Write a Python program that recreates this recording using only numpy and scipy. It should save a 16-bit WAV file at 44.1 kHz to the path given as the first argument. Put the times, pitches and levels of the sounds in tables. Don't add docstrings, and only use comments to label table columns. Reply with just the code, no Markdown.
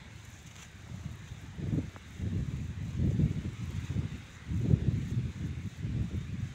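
import sys
import numpy as np
from scipy import signal
from scipy.fft import rfft, irfft, next_fast_len
from scipy.io import wavfile
from scipy.ndimage import uniform_filter1d, map_coordinates

SR = 44100
rng = np.random.default_rng(int(sys.argv[2]) if len(sys.argv) > 2 else 0)


def wrap_up_sound(samples):
    columns = np.atleast_2d(samples).T
    tamed = np.clip(columns, -1, 1)
    steps = np.round(tamed * 32767).astype(np.int16)
    wavfile.write(sys.argv[1], SR, steps)


N = 288414
TIME = np.arange(N) / SR


def amp(db):
    return 10 ** (np.asarray(db) / 20)


def unit_rms(x):
    return x / np.sqrt(np.mean(x ** 2) + 1e-20)


def wobble(rate_hz):
    return map_coordinates(rng.standard_normal(int(N * rate_hz / SR) + 4), [TIME * rate_hz])


def filtered(x, response):
    size = next_fast_len(N + SR // 2)
    return irfft(rfft(x, size) * response(np.fft.rfftfreq(size, 1 / SR)), size)[:N]


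def coloured(x, spectrum):
    points_hz, gain_db = np.transpose(spectrum)
    return unit_rms(filtered(x, lambda hz: amp(np.interp(np.log(hz + 1), np.log(points_hz), gain_db))))


def swells(rows, rise_db_per_s, fall_db_per_s, rest_db):
    power = amp(rest_db) ** 2
    for start_s, hold_s, level_db in rows:
        before_db = rise_db_per_s * np.maximum(start_s - TIME, 0)
        after_db = fall_db_per_s * np.maximum(TIME - start_s - hold_s, 0)
        power = power + amp(level_db - before_db - after_db) ** 2
    return 10 * np.log10(power)


def turbulence(spectrum, lumpy_db, lump_rate_hz, span_s):
    noise = coloured(rng.standard_normal(N) * amp(lumpy_db * wobble(lump_rate_hz)), spectrum)
    width = max(int(span_s * SR), 2)
    power = uniform_filter1d(uniform_filter1d(noise ** 2, width), width)
    return noise / np.sqrt(np.abs(power) + 1e-6)


# start_s, hold_s, level_db, flutter_offset_db
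PORT_GUSTS = [(0.89, 0.23, -44.5, -17.5), (1.143, 0.46, -47.5, -18), (1.621, 0.06, -34.5, -10.5),
              (1.721, .06, -32.5, -6), (1.807, 0.044, -40.5, -20), (2.237, .035, -32.5, -13.5),
              (2.34, 0.081, -31, -14.5), (2.486, 0.21, -36, -18), (2.778, 0.2, -37.5, -23),
              (3.01, .28, -29, -15), (3.367, 0.13, -35.5, -15), (3.623, 0.21, -36.5, -20),
              (3.92, 0.1, -32, -16.5), (4.053, 0.13, -41.5, -15), (4.503, 0.12, -32, -25),
              (4.661, 0.086, -29.5, -8.5), (4.825, .005, -31, -9.5), (4.885, .006, -31, -8.5),
              (4.943, 0.014, -29, -26), (5.014, .01, -32, -15.5), (5.108, 0.15, -33, -18),
              (5.398, 0.096, -35.5, -14.5), (5.555, 0.12, -36.5, -20), (5.832, 0.2, -33, -17),
              (6.13, 0.051, -34.5, -14), (6.258, 0.22, -38.5, -20)]
# frequency_hz, gain_db
RUMBLE_SPECTRUM = [(20, -22), (32, -23), (45, -14.5), (62, -4.5), (88, 0.5), (125, -1), (170, -4.5),
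                   (230, -12), (320, -24), (480, -46.5), (900, -94)]
FLUTTER_SPECTRUM = [(90, -37), (180, 1.5), (290, 1.5), (400, -5), (520, -13.5), (700, -22.5), (1100, -41),
                    (2500, -70)]

def wind(rise_db_per_s=279, fall_db_per_s=208, flutter_growth=1.1, split_hz=105, leak_hz=46):
    swing_db = 1.16 * wobble(22)
    gusts = [(start, hold, db) for start, hold, db, _ in PORT_GUSTS]
    gust_db = swing_db + swells(gusts, rise_db_per_s, fall_db_per_s, rest_db=-50.5)
    flutters = [(start, hold, db + offset) for start, hold, db, offset in PORT_GUSTS]
    flutter_db = swells(flutters, flutter_growth * rise_db_per_s, flutter_growth * fall_db_per_s, -67)
    flutter_db += flutter_growth * swing_db
    air = turbulence(RUMBLE_SPECTRUM, lumpy_db=4.0, lump_rate_hz=45, span_s=0.045)
    deep = filtered(air, lambda hz: 1 / (1 + (hz / split_hz) ** 4))
    tilt = amp(0.18 * (gust_db + 36))
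    rumble = amp(gust_db + 0.2) * (deep / tilt + (air - deep) * tilt)
    swirl = turbulence(FLUTTER_SPECTRUM, lumpy_db=4.5, lump_rate_hz=70, span_s=0.17)
    flutter = amp(flutter_db + 1.9) * swirl
    return filtered(rumble + flutter, lambda hz: hz ** 2 / np.sqrt(hz ** 4 + leak_hz ** 4))


def wash(spectrum, patchy_db):
    bins = signal.stft(rng.standard_normal(N), nperseg=1024)[2]
    patches = uniform_filter1d(rng.standard_normal(bins.shape), size=5, axis=0)
    patches = uniform_filter1d(patches, size=8, axis=1)
    noise = signal.istft(bins * amp(patchy_db * unit_rms(patches)), nperseg=1024)[1][:N]
    return coloured(noise, spectrum)


# time_s, roar_db, foam_db
SURF_LEVELS = [(0.0, -68, -58), (0.47, -69, -58.5), (0.69, -66.5, -59.5), (1.51, -67.5, -59),
               (2.24, -67.5, -58), (2.86, -69, -59), (3.81, -66, -55), (4.39, -66.5, -57.5),
               (4.95, -68.5, -56.5), (5.68, -69, -58), (6.54, -67, -57.5)]
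# frequency_hz, gain_db
ROAR_SPECTRUM = [(60, 5), (250, 4), (600, 2), (900, 3.5), (1300, -1), (2000, -4.5), (4000, -29.5),
                 (8000, -52)]
FOAM_SPECTRUM = [(500, -42), (1150, -5), (1550, -0.5), (2150, 1.5), (2600, -1.5), (3150, -5.5), (3700, -2),
                 (4400, -11), (5450, -14.5), (6050, -12), (7100, -14), (9500, -25.5), (15500, -43.5)]

def surf():
    time_s, roar_db, foam_db = np.transpose(SURF_LEVELS)
    roar = amp(np.interp(TIME, time_s, roar_db) + 6.5) * wash(ROAR_SPECTRUM, patchy_db=2.5)
    foam = amp(np.interp(TIME, time_s, foam_db) + 0.5) * wash(FOAM_SPECTRUM, patchy_db=1.94)
    return roar + foam


# centre_s, level_db, pitch_hz
HARD_EDDIES = [(0.161, -33.5, 110), (0.478, -37.5, 114), (0.943, -29, 140), (1.061, -25.5, 129),
               (1.319, -31.5, 110), (1.740, -16.5, 166), (2.402, -21, 96), (3.074, -18.5, 100),
               (3.22, -22, 90), (3.241, -15, 105), (3.452, -26, 237), (3.786, -21.5, 100),
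               (3.994, -29, 100), (4.715, -13, 133), (4.738, -8.5, 137), (4.886, -11.5, 141),
               (5.182, -22, 133), (6.014, -20, 109), (6.431, -22.5, 100)]

def eddy_thumps(width_cycles=0.71, gain_db=-3.0):
    thumps = np.zeros(N)
    for (centre_s, level_db, pitch_hz), phase in zip(HARD_EDDIES, rng.random(len(HARD_EDDIES))):
        cycles = (TIME - centre_s) * pitch_hz
        envelope = amp(level_db + gain_db) * np.exp(-(cycles / width_cycles) ** 2)
        thumps += envelope * np.sin(2 * np.pi * (cycles + phase))
    return thumps


# start_s, hold_s, level_db
FOOT_SHIFTS = [(0.17, 0.49, -73.5), (0.78, 0.66, -75.5), (1.68, 0.27, -77), (2.09, .13, -73.5),
               (2.38, 0.33, -76.5), (2.86, .08, -74.5), (3.08, .42, -76), (3.6, 0.34, -73.5),
               (4.12, 0.23, -76.5), (4.51, .21, -75), (4.97, 0.15, -74.5), (5.33, .14, -75.5),
               (5.69, .08, -73.5), (6.03, 0.19, -77), (6.43, .08, -75)]

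def slip_db():
    return swells(FOOT_SHIFTS, rise_db_per_s=109, fall_db_per_s=142, rest_db=-81.5)


# frequency_hz, gain_db
SLIP_SPECTRUM = [(1500, -12), (3700, -5), (4700, -2.5), (5600, 0), (6100, 8), (7100, 7.5), (8500, -4),
                 (10000, -11), (11500, -10), (13000, -12), (14500, -11.5), (16000, -9)]

def sand_slip(grains_per_s=8000, spread_db=2.5):
    hits = rng.random(N) < grains_per_s / SR
    clicks = hits * rng.standard_normal(N) * amp(spread_db * rng.standard_normal(N))
    clumps_db = 0.92 * wobble(90)
    return amp(slip_db() + 8.5 + clumps_db) * coloured(clicks, SLIP_SPECTRUM)


# start_s, level_db
GRAIN_TICKS = [(0.2503, -47), (0.9564, -61), (1.7044, -65), (1.8302, -60), (2.1784, -60), (2.6399, -64),
               (2.675, -60), (3.707, -49), (3.7554, -52), (4.576, -53), (4.927, -61), (6.1789, -57)]
# frequency_hz, gain_db
TICK_SPECTRUM = [(3000, -18), (6000, -2), (7500, -1), (10000, -1), (13000, -1), (15500, -1)]

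def grain_ticks(decay_s=0.0018, snaps_per_s=45, spread_db=3):
    clear = np.zeros(N)
    for start_s, level_db in GRAIN_TICKS:
        clear += amp(level_db - 5) * (TIME >= start_s) * np.exp(-np.abs(TIME - start_s) / decay_s)
    snaps = (rng.random(N) < snaps_per_s / SR) * amp(spread_db * rng.standard_normal(N))
    decays = signal.fftconvolve(snaps, np.exp(-TIME / decay_s))[:N]
    faint = amp(slip_db() - 3.5) * unit_rms(decays)
    return (clear + faint) * coloured(rng.standard_normal(N), TICK_SPECTRUM)


# centre_s, level_db, width_s, grind_offset_db
SAND_CRUNCHES = [(0.252, -58, .004, -20), (0.347, -61.5, .018, -15), (0.397, -65, 0.011, -19),
                 (0.473, -55, 0.0071, -4), (0.514, -59, 0.0033, 1), (0.558, -57, 0.0017, 6.5),
                 (0.565, -47.5, 0.00065, 5.5), (0.6, -56.5, 0.019, 3.5), (0.63, -50, 0.0054, -3),
                 (0.652, -58.5, .007, -4), (0.97, -70, 0.068, -18), (1.285, -61.5, .010, 4),
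                 (3.115, -62, 0.012, -10), (3.712, -59.5, 0.0037, -17), (3.765, -60, 0.012, 0),
                 (3.853, -55.5, 0.0047, -30), (4.34, -64, .026, -13), (5.107, -61, .012, -7)]
# frequency_hz, gain_db
RASP_SPECTRUM = [(2000, -36), (5400, -14), (6000, 3), (6600, 0), (7100, 0.5), (8000, -12), (10000, -20),
                 (13000, -25), (15500, -22)]
GRIND_SPECTRUM = [(400, -8), (1400, 0), (2300, -1), (3200, 2.5), (4500, -10.5), (7000, -29)]

def sand_crunches():
    rasp_envelope, grind_envelope = np.zeros(N), np.zeros(N)
    for centre_s, level_db, width_s, grind_offset_db in SAND_CRUNCHES:
        press = amp(level_db) * np.exp(-0.5 * ((TIME - centre_s) / width_s) ** 2)
        rasp_envelope += press
        grind_envelope += press * amp(grind_offset_db)
    rasp = rasp_envelope * coloured(rng.standard_normal(N), RASP_SPECTRUM)
    grind = grind_envelope * coloured(rng.standard_normal(N), GRIND_SPECTRUM)
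    return rasp + grind


def body_tap(time_s=1.9629, click_hz=980, lag_s=0.00394, thud_hz=480, cutoff_hz=200):
    click_phase = 2 * np.pi * click_hz * (TIME - time_s)
    thud_phase = 2 * np.pi * thud_hz * (TIME - time_s - lag_s)
    click = -amp(-32) * click_phase * np.exp((1 - click_phase ** 2) / 2)
    thud = -amp(-34) * np.exp(-thud_phase ** 2 / 2)
    return filtered(click + thud, lambda hz: 1j * hz / (cutoff_hz + 1j * hz))


def scene():
    air_and_sea = wind() + eddy_thumps() + surf()
    return (air_and_sea + sand_slip() + sand_crunches() + grain_ticks() + body_tap())[None]


def record(dry, top_hz=15750):
    return np.array([filtered(channel, lambda hz: hz < top_hz) for channel in dry])


dry = scene()
out = record(dry)
wrap_up_sound(out)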